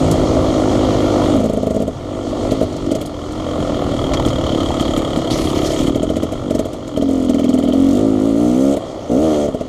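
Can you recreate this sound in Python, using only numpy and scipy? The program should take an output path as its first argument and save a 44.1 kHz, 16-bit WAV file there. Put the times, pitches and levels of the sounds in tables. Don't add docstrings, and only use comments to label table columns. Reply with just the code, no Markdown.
import sys
import numpy as np
from scipy import signal
from scipy.io import wavfile
from scipy.ndimage import uniform_filter1d

SR = 44100
rng = np.random.default_rng(int(sys.argv[2]) if len(sys.argv) > 2 else 0)


def transcribe(signal):
    frames = np.atleast_2d(signal).T
    limited = np.clip(frames, -1, 1)
    pcm = np.round(limited * 32767).astype(np.int16)
    wavfile.write(sys.argv[1], SR, pcm)


def volts_from_db(level):
    exponent = np.asarray(level, float) / 20
    return 10 ** exponent


N = 426888
TIME = np.arange(N) / SR


def rms_one(x):
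    return x / np.sqrt(np.mean(x ** 2) + 1e-20)


def in_time(rows, outside=None):
    s, *columns = np.transpose(rows)
    return [np.interp(TIME, s, c, outside, outside) for c in columns]


def span(from_s, to_s, edge_s):
    inside_s = np.minimum(TIME[::40] - from_s, to_s - TIME[::40])
    return np.clip(inside_s / edge_s + .5, 0, 1)


def drift(rate_hz):
    r = np.exp(-80 * np.pi * rate_hz / SR)
    white = rng.standard_normal(N // 40 + 2002)
    slow = signal.lfilter([1], [1, -2 * r, r * r], white)[2000:]
    return np.interp(np.arange(N) / 40, np.arange(len(slow)), rms_one(slow))


def train(at, sizes):
    out = np.full(N, 1e-18)
    np.add.at(out, np.clip(at, 0, N - 1).astype(int), sizes)
    return out


def ring(clicks, hz, t60_s):
    r, w = volts_from_db(-60 / (t60_s * SR)), 2 * np.pi * hz / SR
    return signal.lfilter([0, np.sin(w)], [1, -2 * r * np.cos(w), r * r], clicks)


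def stamp(clicks, shape):
    ms = np.arange(-1500, 1501) * 1000 / SR
    return signal.oaconvolve(clicks, shape(ms), "same")


def bandpass(x, low_hz, high_hz):
    return signal.sosfilt(signal.butter(2, [low_hz, high_hz], "band", fs=SR, output="sos"), x)


def resonate(x, hz, width_hz):
    return signal.lfilter(*signal.iirpeak(hz, hz / width_hz, fs=SR), x)


def noise(spectrum, patchy_db):
    hz, db = np.transpose(spectrum)
    bands = int(2.5 * np.log2(hz[-1] / hz[0]))
    edges = np.geomspace(hz[0], min(hz[-1], .45 * SR), bands + 1)
    white, together, out = rng.standard_normal((2, N)), drift(0.57), 0
    for k, (low, high) in enumerate(zip(edges, edges[1:])):
        band = bandpass(white[k % 2], low, high)
        level_db = np.interp(np.log(low * high) / 2, np.log(hz), db)
        out = out + band * volts_from_db(level_db + patchy_db * (0.37 * together + drift(7.3)))
    return rms_one(out)


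# (time [s], speed [turns/s])
CRANK_SPEED = [(0.0, 52.5), (1.0, 51.7), (1.32, 50.0), (1.65, 52.3), (2.0, 49.8), (2.75, 49.6),
               (3.21, 40.7), (3.39, 45.0), (3.67, 42.2), (4.18, 37.6), (4.8, 35.3), (5.6, 34.4),
               (5.9, 36.9), (6.17, 44.0), (6.73, 49.4), (6.88, 44.8), (7.39, 40.2), (9.68, 60.8)]
# (time [s], speed [turns/s], firing [dB], exhaust hiss [dB])
PULLS = [
    [(7.1, 44.5, -27.5, -44), (7.27, 41.5, -31, -42.5)],
    [(7.75, 44.9, -26, -44), (7.9, 45.8, -27.5, -38.5), (8.0, 52.0, -22, -40.5), (8.07, 55.2, -25.5, -46),
     (8.19, 50.8, -37, -50)],
    [(8.19, 50.8, -30, -46), (8.27, 56.6, -26, -42.5), (8.34, 54.6, -31, -48), (8.41, 59.4, -23.5, -44),
     (8.54, 61.8, -25.5, -45), (8.63, 67.8, -26.5, -42.5), (8.75, 70.5, -24.5, -41)],
    [(9.09, 58.5, -28, -63), (9.11, 59.0, -19, -42), (9.15, 63.0, -20.5, -43), (9.2, 75.5, -26, -46),
     (9.25, 81.5, -21.5, -44.5), (9.34, 74.8, -27.5, -43), (9.47, 73.6, -23.5, -43)],
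]
# (first [s], last [s], firings
# [count], pop peak [dB], hiss [dB])
MISFIRE_RUNS = [(1.3665, 1.443, 3, -2.5, -38), (1.4608, 1.5738, 4, -1, -37), (1.6324, 1.7085, 3, -1, -37.5),
                (1.766, 1.804, 2, -1.5, -41.5), (1.8236, 1.8803, 2, -2, -37.5),
                (2.919, 2.9548, 2, -1.5, -34), (4.5341, 4.618, 2, -5.5, -54), (4.8114, 4.978, 2, -1.5, -32),
                (5.175, 5.3159, 2, -3, -37), (5.4567, 5.6334, 4, -5, -40), (5.8832, 6.2341, 6, -2.2, -34.5),
                (6.5102, 6.595, 3, -0.4, -32.5), (6.735, 6.8806, 2, -14.5, -39.5),
                (6.975, 7.0246, 2, -1, -35.5), (7.2983, 7.5421, 6, -3.5, -34),
                (7.589, 7.7361, 4, -4, -36.5), (9.4869, 9.611, 3, -2.2, -41.5)]
# (time [s], pop peak [dB], exhaust hiss [dB])
LONE_POPS = [(1.349, -4, -40), (1.7475, -4, -41), (2.5209, 1, -35), (2.614, 1.5, -39), (2.6317, -1, -39),
             (3.0165, -13, -34), (4.264, 0, -32.5), (5.805, -5.5, -41), (6.3242, -7.5, -36.5),
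             (6.6567, -5, -40), (7.0905, -4, -40), (8.7705, -5, -36)]
POP_SPREAD_DB, FLYWHEEL_S = 1.0, .03


def crank():
    rate_hz, = in_time(sorted(CRANK_SPEED + [row[:2] for rows in PULLS for row in rows]))
    rate_hz = uniform_filter1d(rate_hz, size=int(FLYWHEEL_S * SR))
    free = np.cumsum(rate_hz) / SR
    turn, last, marks, pops = 0, 0, [], []
    lone_runs = [(s, s, 1, *db) for s, *db in LONE_POPS]
    for first_s, last_s, count, *db in sorted(MISFIRE_RUNS + lone_runs):
        start, end = np.interp([first_s, last_s], TIME, free)
        turn += max(round(start - last), 1)
        step = round((end - start) / max(count - 1, 1))
        pops += [(turn + step * k, *db) for k in range(count)]
        marks += [(start, turn - start), (end, pops[-1][0] - end)]
        turn, last = pops[-1][0], end
    angle = free + np.interp(free, *np.transpose(marks))
    pops = np.array(pops)
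    pops[:, 0] = np.interp(pops[:, 0], angle, TIME)
    pops[:, 1:] += POP_SPREAD_DB * rng.standard_normal((len(pops), 2))
    return angle, rate_hz, pops


def passes(angle, share):
    return np.interp(np.arange(1, int(angle[-1])) + share, angle, np.arange(N)).astype(int)


# (from [s], to [s], puff boost [dB], puff pitch [Hz], puff decay [ms])
THROTTLE = [(1.357, 1.895, 4.5, 236, 10.4), (1.918, 2.03, -6, 283, 4.1), (2.5, 2.646, 4, 270, 2.5),
            (2.853, 2.946, 11, 296, 4.1), (4.35, 5.2, 2, 302, 1.9), (5.2, 5.794, 2, 330, 4.2),
            (5.801, 6.26, 8.5, 291, 2.7), (6.446, 6.63, 7, 273, 3.7), (6.94, 7.275, 10, 269, 16),
            (7.275, 7.75, 14, 264.4, 12), (7.758, 7.986, 13, 265, 16), (8.003, 8.48, 13, 281, 3.6),
            (8.476, 8.73, 12, 268, 7.1), (8.793, 9.087, -11, 300, 7.1), (9.095, 9.21, 8.5, 265, 20),
            (9.19, 9.397, 0, 320, 21), (9.4, 9.48, -2, 270, 4.2), (9.492, 9.7, -5, 262, 9.3)]
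THROTTLE_MOVE_S, COAST_HZ, COAST_DECAY_MS = 0.051, 294, 5.5


def throttle():
    out = np.array([[0], [COAST_HZ], [COAST_DECAY_MS]])
    for from_s, to_s, boost_db, hz, ms in THROTTLE:
        change = [boost_db, hz - COAST_HZ, ms - COAST_DECAY_MS]
        out = out + np.outer(change, span(from_s, to_s, THROTTLE_MOVE_S))
    return [np.interp(TIME, TIME[::40], row) for row in out]


ROUGH_COAST, ROUGH_MISFIRE, ROUGH_PULL = .08, .2, .04


def roughness():
    misfire = np.max([span(row[0] - .1, row[1] + .1, .1) for row in MISFIRE_RUNS], axis=0)
    load = np.max([span(rows[0][0], rows[-1][0], .05) for rows in PULLS], axis=0)
    off_load = ROUGH_COAST + (ROUGH_MISFIRE - ROUGH_COAST) * misfire
    return np.interp(TIME, TIME[::40], off_load * (1 - load) + ROUGH_PULL * load)


# (frequency [Hz], level [dB], t60 [s])
PIPE = [(94, -16.5, 0.019), (241, -10.5, 0.014), (425.7, -12, 0.1), (609.5, -6, 0.027), (707, -15.5, 0.061),
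        (1384, -20.5, 0.025)]


def firing(at, size):
    out = stamp(train(at, size), lambda ms: np.exp(-(ms / .5) ** 2))
    for k, (hz, level_db, t60_s) in enumerate(PIPE):
        strikes = train(at + int(0.00078 * SR), size * volts_from_db(level_db + rng.normal(0, 1, len(at))))
        out = out + (-1) ** k * ring(strikes, hz, t60_s)
    return bandpass(out, 45, 1500)


LAZY_HZ = 38
LAZY_RING_HZ, LAZY_T60_S, LAZY_RING_DB = 330, 0.042, 3


def lazy_pops(pops):
    clicks = train(pops[:, 0] * SR, volts_from_db(pops[:, 1] + LAZY_RING_DB))
    push = stamp(clicks, lambda ms: np.exp(-(ms / 0.21) ** 2))
    return 0.4 * push + ring(push / (.0008 * SR), LAZY_RING_HZ, LAZY_T60_S)


# (frequency [Hz], level [dB/Hz])
BLOWDOWN = [(1500, 1), (3000, 0), (5000, -10.5), (7000, 4.5), (9000, -25.5), (12000, 14), (15500, -55)]


def blowdown(at, size):
    def puff(ms):
        return np.exp(-np.maximum(ms, 0) / 8.8 - (np.minimum(ms + 1.8, 0) / 2.9) ** 2)
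    return stamp(train(at, size), puff) * noise(BLOWDOWN, patchy_db=2.0)


# (order [multiple of crank], level [dB re firing])
LOW_ORDERS = [(1, -3), (2, -7.5), (3, -19), (7, -4), (8, 2)]
BARK_HZ, BARK_T60_S, BARK_DB = 632, .06, -10


def exhaust(angle, opens, rough, pops, lazy):
    s, pop_db, pop_hiss_db = pops.T
    load_db, flow_db = np.max([in_time(rows, outside=-120)[1:] for rows in PULLS], axis=0)
    uneven_db = 5 * rough[opens] * rng.standard_normal(len(opens))
    fire_db = load_db[opens] + 17.5 + uneven_db
    at = np.concatenate([s * SR, opens]).astype(int)
    throb = sum(volts_from_db(level_db) * np.sin(2 * np.pi * order * angle) for order, level_db in LOW_ORDERS)
    throb = throb * uniform_filter1d(volts_from_db(load_db), size=1500)
    bark = ring(train(s * SR + 60, volts_from_db(pop_db + BARK_DB) * ~lazy), BARK_HZ, BARK_T60_S)
    hiss = blowdown(at, volts_from_db(np.r_[pop_hiss_db + 3.0, flow_db[opens] + 5.0]))
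    fired = firing(at, volts_from_db(np.r_[pop_db - 1.5 - 9.0 * lazy, fire_db]))
    return fired + lazy_pops(pops[lazy]) + bark + hiss + throb


PUFF_DB = -8.5


def pumping(angle, opens, puff_db, rough, pitch_hz, decay_ms):
    chance = rng.standard_normal((len(opens), 2))
    start = opens + chance[:, 0] * rough[opens] * .0008 * SR
    size = volts_from_db(puff_db[opens] + 10.4 * rough[opens] * chance[:, 1])
    out = 0
    for back in (-1, 0, 1):
        turn = np.clip(np.round(angle).astype(int) - 1 - back, 0, len(opens) - 1)
        ms = (np.arange(N) - start[turn]) * 1000 / SR + 1.66
        swell = np.exp(-(np.minimum(ms, 0) / 2.96) ** 2 - np.maximum(ms - 1.5, 0) / decay_ms)
        out = out - size[turn] * swell * np.cos(2 * np.pi * pitch_hz[opens][turn] * ms / 1000)
    return out


# (speed [turns/s], piston knock [dB], reed snap [dB])
BY_SPEED = [(34, -28, -29), (37, -28, -17), (41.25, -33, -16), (45.2, -33, -15), (50.5, -40, -21),
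            (60, -37, -38), (80.4, -35, -32)]


def speed_levels(rate_hz, gain_db):
    speeds_hz, *levels_db = np.transpose(BY_SPEED)
    return [gain_db + np.interp(rate_hz, speeds_hz, db) for db in levels_db]


# (frequency [Hz], level [dB], t60 [s])
CYLINDER = [(1273, 10, 0.039), (1960, 16.5, 0.0034), (3100, 10.5, 0.013), (3248, 6.5, 0.041),
            (4460, -19, 0.0062), (6550, -9, 0.021), (6930, -3.5, 0.013)]
KNOCK_TURN = .46


def knock(tops, knock_db, pops):
    strength_db = knock_db[tops] + 1.5 * rng.standard_normal(len(tops))
    s, pop_db, _ = pops.T
    strength_db[np.searchsorted(tops, s * SR) - 1] += np.clip(pop_db + 6.0, 0, 6.0)
    rattle = stamp(train(tops, volts_from_db(strength_db)), lambda ms: np.clip(ms / 1.5, 0, 1) * np.exp(-np.abs(ms) / 5))
    steady_floor = volts_from_db(knock_db - 22.0)
    slap = train(tops + 60, volts_from_db(strength_db + 12.0))
    clicks = (rattle + steady_floor) * rng.standard_normal(N) + slap
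    return sum(volts_from_db(level_db - 19.5) * ring(clicks, hz, t60_s) for hz, level_db, t60_s in CYLINDER)


PING_HZ, PING_T60_S, PING_DB, PING_FOLLOWS, PING_LEAD_S = 3100, .04, -44.5, 1.6, 0.012


def pings(pops, boost_db):
    at = ((pops[:, 0] - PING_LEAD_S) * SR).astype(int)
    return ring(train(at, volts_from_db(pops[:, 1] + PING_DB + PING_FOLLOWS * boost_db[at])), PING_HZ, PING_T60_S)


# (frequency [Hz], level [dB], t60 [s])
REED = [(1180, -6, 0.028), (1346, 1.5, 0.021)]
REED_FOLLOWS = -.45


def reed(tops, reed_db):
    clicks = train(tops, volts_from_db(reed_db[tops] + rng.normal(0, 1, len(tops))))
    return sum(volts_from_db(level_db) * ring(clicks, hz, t60_s) for hz, level_db, t60_s in REED)


# (frequency [Hz], level [dB], t60 [s])
AIRBOX = [(385.4, -6, 0.083), (507, -2, 0.052), (631, -3, 0.032), (1207, -14.5, 0.036), (1335, -7, 0.017)]
GULP_DB, GULP_FOLLOWS = -12.5, 0.53
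FAST_HZ, GULP_DB_PER_HZ = 61, 0.39


def intake(tops, gulp_db, rough):
    out = 0
    for hz, level_db, t60_s in AIRBOX:
        late, louder = rough[tops] * rng.standard_normal((2, len(tops)))
        gulps = train(tops + late * .0005 * SR, volts_from_db(gulp_db[tops] + level_db + 6 * louder))
        out = out + ring(gulps, hz, t60_s)
    return bandpass(out, 280, 1500)


SHAKE_DB, SHAKE_FOLLOWS, FRAME_HZ, FRAME_WIDTH_HZ = -21, 0.41, 97, 21


def frame_shake(angle, rate_hz, gain_db, boost_db):
    frame = 1 / (1 + ((2 * rate_hz - FRAME_HZ) / FRAME_WIDTH_HZ) ** 2)
    orders = np.sin(4 * np.pi * angle) + 0.36 * np.sin(2 * np.pi * angle)
    return frame * volts_from_db(SHAKE_DB + gain_db + SHAKE_FOLLOWS * boost_db) * orders


BUZZ_HZ, BUZZ_WIDTH_HZ, BUZZ_FROM_HZ, BUZZ_DB = 6150, 300, 57, -48


def high_rev_buzz():
    load = np.max([in_time(rows, outside=0)[0] for rows in PULLS], axis=0) > BUZZ_FROM_HZ
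    band = resonate(rng.standard_normal(N), BUZZ_HZ, BUZZ_WIDTH_HZ)
    return uniform_filter1d(load * 1., size=2000) * volts_from_db(BUZZ_DB + 4.06 * drift(5.2)) * rms_one(band)


# (frequency [Hz], level [dB/Hz])
CHAIN = [(120, -35), (250, -7.5), (400, -14), (620, -6), (780, -20.5), (1000, -19.5), (1300, -15.5),
         (1600, -29), (2200, -45)]
CHAIN_DB, CHAIN_THROB = -17, .25


def chain(angle, gain_db, boost_db):
    tug = 1 + CHAIN_THROB * np.cos(2 * np.pi * (angle - KNOCK_TURN - .15))
    return volts_from_db(CHAIN_DB + gain_db - .15 * boost_db) * noise(CHAIN, patchy_db=.7) * tug


# (frequency [Hz], level [dB/Hz])
GRAVEL = [(1500, 2), (2200, 3), (4500, -2.5), (6500, -4), (9500, -11), (15000, -23)]
SKID_FROM_S, SKID_TO_S, SKID_DB, SKID_BITE_DB, SKID_RELEASE_S = 5.3, 5.87, -32, 7, 0.045


def skid():
    since_s = np.maximum(TIME - SKID_FROM_S, 0)
    gate = np.clip(since_s / .01, 0, 1) * np.clip(1 - (TIME - SKID_TO_S) / SKID_RELEASE_S, 0, 1)
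    grains = volts_from_db(2.5 * drift(40)) * noise(GRAVEL, patchy_db=2.5)
    return gate * volts_from_db(SKID_DB + SKID_BITE_DB * np.exp(-since_s / 0.073)) * rms_one(grains)


# (time [s], peak [dB], centre [Hz])
STONES = [(0.112, -15.5, 5740), (2.5087, -19.5, 3100), (2.7257, -30, 3960), (2.7644, -30, 4500),
          (2.8609, -32, 4380), (3.058, -27, 6150), (3.32, -31, 4770), (4.135, -14, 3750), (4.135, -6, 1500),
          (4.284, -20, 4020), (5.4126, -37, 5030)]


def stones():
    out = np.zeros(N)
    ms = np.arange(1500) * 1000 / SR
    for s, peak_db, hz in STONES:
        at = int(s * SR)
        burst = rng.standard_normal(len(ms)) * np.minimum(ms / 0.5, 1) * np.exp(-ms / 10.0)
        out[at:at + len(ms)] += volts_from_db(peak_db) * bandpass(burst, hz * .6, min(hz * 1.7, .45 * SR))
    return out


# (time [s], peak [dB], pitch [Hz])
JOLTS = [
    (3.822, -5, 624),
    (4.114, -6, 630),
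    (4.1868, -9, 487),
    (4.1995, -4.5, 900),
    (4.7055, -5.5, 800),
]
JOLT_T60_S = 0.015


def jolts():
    return sum(ring(train(np.array([s * SR]), volts_from_db(peak_db)), hz, JOLT_T60_S) for s, peak_db, hz in JOLTS)


# (frequency [Hz], level [dB/Hz])
SPRAY = [(880, -51), (1500, -17.5), (1910, 6.5), (2580, -9), (3260, -1), (3800, -7.5), (6480, -7.5),
         (11400, -27), (15200, -39)]
SPRAY_DB, SPRAY_DUCKS = -33, 0.89


def spray(gain_db):
    return volts_from_db(SPRAY_DB + SPRAY_DUCKS * gain_db) * noise(SPRAY, patchy_db=1.5)


# (frequency [Hz], level [dB/Hz])
WIND = [(18, -20), (32, -3.5), (50, -6), (100, -2.5), (160, -5.5), (250, -26), (400, -47)]
# (time [s], level [dB])
AIR = [(0, -16), (.3, -17.5), (.5, -21), (1.35, -22), (1.5, -23.5), (3.3, -24), (4.3, -18), (4.75, -23.5),
       (5.4, -22), (5.85, -22.5), (6.9, -26), (8.2, -30), (9.3, -28), (9.68, -31)]
WIND_DUCKS = 0.51


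def wind(gain_db):
    air_db, = in_time(AIR)
    return volts_from_db(air_db + WIND_DUCKS * gain_db) * noise(WIND, patchy_db=2.0)


# (time [s], level [dB])
GAIN = [(0, -1), (1.3, 0), (1.47, -9.5), (1.9, -14), (2.47, -5.5), (2.66, -9), (3.13, -12.5), (3.6, -5.5),
        (4.4, -4), (5.82, -5.5), (5.95, -10.5), (6.6, -11.5), (6.8, -14.5), (7.3, -12), (8.1, -10),
        (9.15, -13), (9.33, -5.5), (9.55, -15)]


def scene():
    angle, rate_hz, pops = crank()
    (gain_db,), rough = in_time(GAIN), roughness()
    lazy = np.interp(pops[:, 0], TIME, rate_hz) < LAZY_HZ
    boost_db, pitch_hz, decay_ms = throttle()
    puff_db = PUFF_DB + gain_db + boost_db
    gulp_db = GULP_DB + gain_db + GULP_FOLLOWS * boost_db + GULP_DB_PER_HZ * np.maximum(rate_hz - FAST_HZ, 0)
    knock_db, reed_db = speed_levels(rate_hz, gain_db)
    opens, tops = passes(angle, 0), passes(angle, KNOCK_TURN)

    engine = exhaust(angle, opens, rough, pops, lazy)
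    engine = engine + pumping(angle, opens, puff_db, rough, pitch_hz, np.maximum(decay_ms, 1))
    engine = engine + knock(tops, knock_db, pops) + pings(pops, boost_db)
    engine = engine + reed(tops, reed_db + REED_FOLLOWS * boost_db) + intake(tops, gulp_db, rough)
    engine = engine + frame_shake(angle, rate_hz, gain_db, boost_db) + high_rev_buzz()
    debris = skid() + stones() + jolts()
    ride = chain(angle, gain_db, boost_db) + spray(gain_db) + wind(gain_db)
    return (engine + debris + ride)[None]


def band_limit(x):
    return signal.sosfilt(signal.butter(12, 15350, fs=SR, output="sos"), x)


# (frequency [Hz], width [Hz], share added [ratio])
HOUSING = [(1590, 793, -0.88), (2554, 340, -0.55), (4290, 136, 0.77), (6740, 430, 0.65)]
CUTOFF_HZ = 15450


def record(dry):
    x = dry
    for hz, width_hz, share in HOUSING:
        x = x + share * resonate(x, hz, width_hz)
    x = 1.2 * np.tanh(x / 1.25)
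    x = signal.sosfilt(signal.cheby2(10, 40, CUTOFF_HZ, fs=SR, output="sos"), x)
    return band_limit(x)


dry = scene()
out = record(dry)
transcribe(out)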